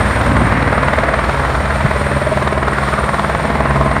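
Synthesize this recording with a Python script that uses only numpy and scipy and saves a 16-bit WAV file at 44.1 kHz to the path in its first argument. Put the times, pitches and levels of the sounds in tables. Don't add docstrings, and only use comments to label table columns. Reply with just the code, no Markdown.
import sys
import numpy as np
from scipy import signal
from scipy.fft import rfft, irfft
from scipy.io import wavfile
from scipy.ndimage import uniform_filter1d, minimum_filter1d

SR = 44100
rng = np.random.default_rng(int(sys.argv[2]) if len(sys.argv) > 2 else 0)


def inscribe(sig):
    pcm = np.round(np.clip(np.atleast_2d(sig).T, -1, 1) * 32767)
    wavfile.write(sys.argv[1], SR, pcm.astype(np.int16))


N = 176400
TIME = np.arange(N) / SR
PASS_OFFSET_S, PASS_GAP_S = 0.0619, 0.051367

# (time [s], body [dB], snap [dB], hollow ring [dB], torn air [dB])
SLAP_LEVELS = [(0, -17, -35, -33, -14), (.3, -20, -21, -7.5, -12), (.5, -21, -10, -26, -16),
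               (.7, -13, -22, -21, -9.5), (.89, -12, -12, -14.5, -6.5), (1.02, -11.5, -17, -11, -12),
               (1.25, -18, -12.5, -17.5, -11), (1.48, -15, -17, -19, -14), (1.65, -27, -39, -17.5, -12.5),
               (1.9, -16.5, -19, -16, -13.5), (2.1, -14.5, -17, -12.5, -17), (2.3, -15, -32, -7.5, -17),
               (2.45, -15.5, -18, -13, -9.5), (2.57, -11.5, -23, -12.5, -13), (2.75, -16, -18, -24, -13.5),
               (2.95, -16.5, -11, -16, -12.5), (3.3, -18.5, -12.5, -17, -14.5),
               (3.65, -12.5, -8.5, -15, -16), (3.86, -14.5, -8, -9, -13.5), (4, -23, -8, -17, -13.5)]
# (time [s], delay [s])
SLAP_DELAY = [(.35, -.0028), (.6, -.0012), (.95, -.0002), (1.5, .0004), (2.1, .0014), (2.55, .0002),
              (3.2, -.0002)]
# (time [s], pitch [Hz])
BODY_HZ = [(1, 510), (2.2, 390), (2.8, 410), (3.6, 460)]
# (time [s], hollow ring [Hz], swish [Hz])
RING_AND_SWISH_HZ = [(0, 530, 1030), (.4, 560, 1080), (.95, 635, 1100), (1.25, 690, 1100), (1.8, 650, 1050),
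                     (2.08, 555, 950), (2.3, 615, 1000), (2.65, 660, 1050), (2.82, 660, 1130),
                     (2.97, 670, 1260), (3.1, 680, 1115), (3.6, 665, 1110), (4, 660, 1000)]
# (time [s], level [dB])
SWISH_LEVEL = [(0, -40), (.25, -14.5), (.7, -25.5), (2.3, -22), (2.65, -13.5), (2.8, -15.5), (3.12, -8),
               (3.3, -19), (4, -19)]
# (time [s], level [dB], pitch [Hz])
LOAD_PUNCH = [(0, -17, 230), (.18, -12.5, 277), (.37, -8, 308), (.75, -12.5, 244), (1.1, -25, 240.2),
              (3.2, -36.5, 232), (3.5, -11.5, 238), (4, -13.5, 209.9)]
# (time [s], level [dB])
SNAP_ECHO_LEVEL = [(3.2, -37.5), (3.77, -7.5), (4, -17)]
# (delay [s], level [dB], rise [s], fall [s], timing scatter [s])
SWISH_SHAPE = (-.008, -2.5, .005, .006, .00015)
PUNCH_SHAPE = (.002, 0, .003, .0035, .0001)
BODY_SHAPE = (-.002, 4, .0016, .002, .00005)
SNAP_SHAPE = (.0013, 5.8, .0007, .0012, .00007)
HOLLOW_SHAPE = (.001, -2, .0075, .0075, .00003)
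SNAP_ECHO_SHAPE = (.0155, 0, .0015, .0025, .00005)
# (delay [s], gain [ratio])
SLAP_ECHOES = [(.0048, .22), (.0113, -.08)]
# (frequency [Hz], level [dB])
TORN_AIR_SPECTRUM = [(500, -4), (1200, 1), (2000, -2.5), (2800, -20), (4000, -19.5), (5500, -32.5),
                     (8000, -34)]
# (time [s], level [dB], pitch [Hz])
VORTEX_HITS = [(.8818, -2, 1950), (.8852, 1, 1550), (.9872, -13, 3700), (2.476, -12, 3700),
               (3.1955, -11, 3450)]
# (multiple of the blade rate, start level [dB], end level [dB])
THUMP_TONES = [(3, -24, -29), (4, -27, -35), (5, -28.5, -35), (6, -30.5, -38), (8, -46, -30.5)]
# (time [s], level [dB])
THUMP_SWELL = [(.3, -2.5), (.85, -5), (1.6, 0.5)]
# (time [s], pitch [Hz])
TAIL_PITCH = [(0, 67.7), (.6, 68.5), (4, 68.84)]
# (time [s], first [dB], second [dB], third [dB])
TAIL_LEVELS = [(0.0, -28, -33, -26.5), (0.25, -21, -46, -38), (0.6, -28, -23.5, -36), (0.9, -30, -25, -42),
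               (1.15, -29, -30.5, -29.5), (1.5, -26, -24.5, -43), (1.7, -22.5, -26.5, -25.5),
               (2.25, -26.5, -22.5, -27.5), (2.85, -25, -24.5, -27), (3.42, -26.5, -35, -28),
               (3.78, -20.5, -19, -24), (4.0, -25, -26.5, -29)]
# (time [s], level [dB])
TAIL_BUZZ_LEVEL = [(0, -36), (1.4, -43.5), (3.1, -42), (3.6, -36), (4, -38)]
# (time [s], level [dB])
ROAR_SWELL = [(0, -14), (1.2, -15.5), (1.7, -17), (3.4, -18), (4, -19)]
# (frequency [Hz], level [dB])
ROAR_SPECTRUM = [(25, -23), (45, -1), (130, 0), (280, -2.5), (400, -6), (560, 1.5), (800, -3),
                 (1050, -0.36), (2000, -4), (2400, -10.5), (2900, -19), (4000, -28), (8000, -46)]
# (time [s], level [dB])
RUSH_SWELL = [(0, -26), (.6, -19.5), (1.2, -27), (1.6, -34.5), (3.1, -39), (3.6, -30), (4, -27)]
# (frequency [Hz], level [dB])
RUSH_SPECTRUM = [(25, -40), (60, -14), (110, 3), (300, -6.5), (600, -22), (1500, -34)]
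# (pitch [Hz], width [Hz], level [dB])
WHINE_TONES = [(8810, 57, -47), (8750, 450, -43.5), (10370, 70, -65)]
# (time [s], level [dB])
WHINE_SWELL = [(0, -38.5), (.25, -39.5), (.6, -44), (1.4, -45.5), (2.17, -40.5), (2.65, -44.5),
               (2.95, -41.5), (3.6, -45)]
# (frequency [Hz], level [dB])
HISS_SPECTRUM = [(1500, -20), (2800, -0.5), (3400, 3.5), (4300, 0.5), (4950, -6.5), (5400, -3.5),
                 (6300, -13), (7250, -6.5), (7800, -15), (10000, -15), (11000, -21.5), (13000, -17.5),
                 (15600, -30)]
# (time [s], level [dB], pitch [Hz], width [Hz])
MIC_KNOCK = [(1.8482, 3, 130.5, 54)]


def blade_slap():
    passes = pass_times()
    body_db, snap_db, hollow_db, _ = curves(SLAP_LEVELS, passes)
    ring_hz, swish_hz = curves(RING_AND_SWISH_HZ, passes)
    swish_db = curve(SWISH_LEVEL, passes)
    snap_hz = 1050
    slap = each_pass(SWISH_SHAPE, swish_db, swish_hz)
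    slap += each_pass(SWISH_SHAPE, swish_db - 4.5, swish_hz * 1.2)
    slap += each_pass(PUNCH_SHAPE, *curves(LOAD_PUNCH, passes))
    slap += each_pass(BODY_SHAPE, body_db, curve(BODY_HZ, passes))
    slap += each_pass(SNAP_SHAPE, snap_db, snap_hz)
    slap += each_pass(HOLLOW_SHAPE, hollow_db, ring_hz)
    slap += each_pass(SNAP_ECHO_SHAPE, curve(SNAP_ECHO_LEVEL, passes), snap_hz)
    slap = filtered(slap, "band", [120, 3500])
    echoes = sum(gain * np.interp(TIME - delay, TIME, slap, left=0) for delay, gain in SLAP_ECHOES)
    return slap + echoes


def torn_air():
    delay_s, rise_s, fall_s = .0011, .0044, .0045
    *_, air_db = curves(SLAP_LEVELS)
    air = from_db(air_db - 0.5) * noise(TORN_AIR_SPECTRUM, waver_db=0.5)
    peak_s = PASS_OFFSET_S + curve(SLAP_DELAY) + delay_s
    since_peak = (TIME - peak_s + PASS_GAP_S / 2) % PASS_GAP_S - PASS_GAP_S / 2
    bursts = np.exp(np.minimum(since_peak / rise_s, -since_peak / fall_s))
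    return air * bursts * from_db(1.4 * wander(9.7))


def hard_cracks():
    cracks = sum(ring(click(at_s, db), hz, width_hz=400) for at_s, db, hz in VORTEX_HITS)
    return filtered(cracks, "low", 4300, order=4)


def rotor_thump():
    phase = 2 * np.pi * (TIME - PASS_OFFSET_S) / PASS_GAP_S
    thump = np.zeros(N)
    for multiple, start_db, end_db in THUMP_TONES:
        db = np.linspace(start_db, end_db, N) + curve(THUMP_SWELL) + 4.2 * wander(0.65)
        thump += tone(db, multiple * phase + 0.81 * rng.standard_normal())
    return thump


def tail_rotor():
    phase = 2 * np.pi * np.cumsum(curve(TAIL_PITCH)) / SR
    buzz_levels = [curve(TAIL_BUZZ_LEVEL) + 2 * wander(1.16) for _ in range(4, 17)]
    drone = np.zeros(N)
    for multiple, db in enumerate(curves(TAIL_LEVELS) + buzz_levels, 1):
        flutter_db = 1.9 * wander(8.5)
        drone += tone(db + flutter_db, multiple * phase + 2 * np.pi * rng.random())
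    return drone


def downwash():
    roar = from_db(curve(ROAR_SWELL) - 2.5) * noise(ROAR_SPECTRUM, waver_db=0.95)
    rush = from_db(curve(RUSH_SWELL)) * noise(RUSH_SPECTRUM, waver_db=5.0)
    return roar + rush


def turbine():
    whine = np.zeros(N)
    for hz, width_hz, db in WHINE_TONES:
        bright_noise = np.diff(rng.standard_normal(N + 1))
        whine += from_db(db) * unit_level(ring(bright_noise, hz, width_hz))
    whine = filtered(whine, "band", [6500, 11000])
    swell_db = curve(WHINE_SWELL) + 42.5 + 1.34 * wander(24)
    hiss = from_db(-38) * noise(HISS_SPECTRUM, waver_db=1.52)
    return whine * from_db(swell_db) + hiss


def knock():
    bump = sum(ring(-click(at_s, db), hz, width_hz) for at_s, db, hz, width_hz in MIC_KNOCK)
    return filtered(bump, "band", [30, 400])


def pass_times():
    return PASS_OFFSET_S + PASS_GAP_S * np.arange(-1, N / SR / PASS_GAP_S)


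def each_pass(shape, level_db, hz):
    delay_s, shape_db, rise_s, fall_s, scatter_s = shape
    passes = pass_times()
    time_luck, level_luck, pitch_luck = rng.standard_normal((len(passes), 3)).T
    peaks = passes + curve(SLAP_DELAY, passes) + delay_s + scatter_s * time_luck
    gains = from_db(shape_db + level_db + level_luck)
    pitches = hz * 2 ** (.022 * pitch_luck)
    pulses = np.zeros(N)
    for peak_s, gain, pitch in zip(peaks, gains, pitches):
        near = slice(*np.searchsorted(TIME, [peak_s - PASS_GAP_S, peak_s + PASS_GAP_S]))
        t = TIME[near] - peak_s
        envelope = np.exp(np.where(t < 0, -(t / rise_s) ** 2, -np.abs(t) / fall_s))
        pulses[near] -= gain * envelope * np.cos(2 * np.pi * pitch * t)
    return pulses


def noise(spectrum, waver_db):
    hz, db = np.transpose(spectrum)
    octave = np.log2(np.maximum(np.arange(N // 2 + 1) * SR / N, 1))
    octaves_outside = np.abs(octave - np.clip(octave, np.log2(hz[0]), np.log2(hz[-1])))
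    colour_db = np.interp(octave, np.log2(hz), db) - 20 * octaves_outside
    shaped = rfft(rng.standard_normal(N)) * from_db(colour_db)
    band = np.searchsorted(np.log2([300, 750, 1400, 3000]), octave)
    bands = [irfft(shaped * (band == k), N) for k in range(5)]
    return unit_level(sum(part * from_db(waver_db * wander(2.76)) for part in bands))


def wander(rate_hz):
    step, warm_up = 40, 2000
    pole = np.exp(-2 * np.pi * rate_hz * step / SR)
    draws = rng.standard_normal(N // step + warm_up + 2)
    slow = signal.lfilter([1], [1, -2 * pole, pole * pole], draws)[warm_up:]
    return np.interp(np.arange(N) / step, np.arange(len(slow)), unit_level(slow))


def ring(x, hz, width_hz):
    decay, angle = np.exp(-np.pi * width_hz / SR), 2 * np.pi * hz / SR
    return signal.lfilter([0, np.sin(angle)], [1, -2 * decay * np.cos(angle), decay ** 2], x + 1e-18)


def tone(db, phase):
    return np.sqrt(2) * from_db(db) * np.cos(phase)


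def click(at_s, db):
    return from_db(db) * (np.arange(N) == int(at_s * SR))


def filtered(x, keep, hz, order=2):
    return signal.sosfilt(signal.butter(order, hz, keep, fs=SR, output="sos"), x)


def curves(table, at=TIME):
    times, *columns = np.transpose(table)
    return [np.interp(at, times, column) for column in columns]


def curve(table, at=TIME):
    return curves(table, at)[0]


def from_db(db):
    return 10 ** (np.asarray(db) / 20)


def unit_level(x):
    return x / np.sqrt(np.mean(x ** 2) + 1e-20)


def scene():
    main_rotor = blade_slap() + torn_air() + hard_cracks() + rotor_thump()
    return (main_rotor + tail_rotor() + downwash() + turbine() + knock())[None]


def record(dry):
    x = filtered(dry, "high", 22)
    ceiling, window = .92, int(.003 * SR)
    needed_gain = ceiling / np.maximum(np.abs(x), ceiling)
    smooth_gain = uniform_filter1d(minimum_filter1d(needed_gain, window), window)
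    treble_cut = signal.ellip(12, .1, 90, 15650, fs=SR, output="sos")
    return signal.sosfilt(treble_cut, x * smooth_gain)


dry = scene()
out = record(dry)
inscribe(out)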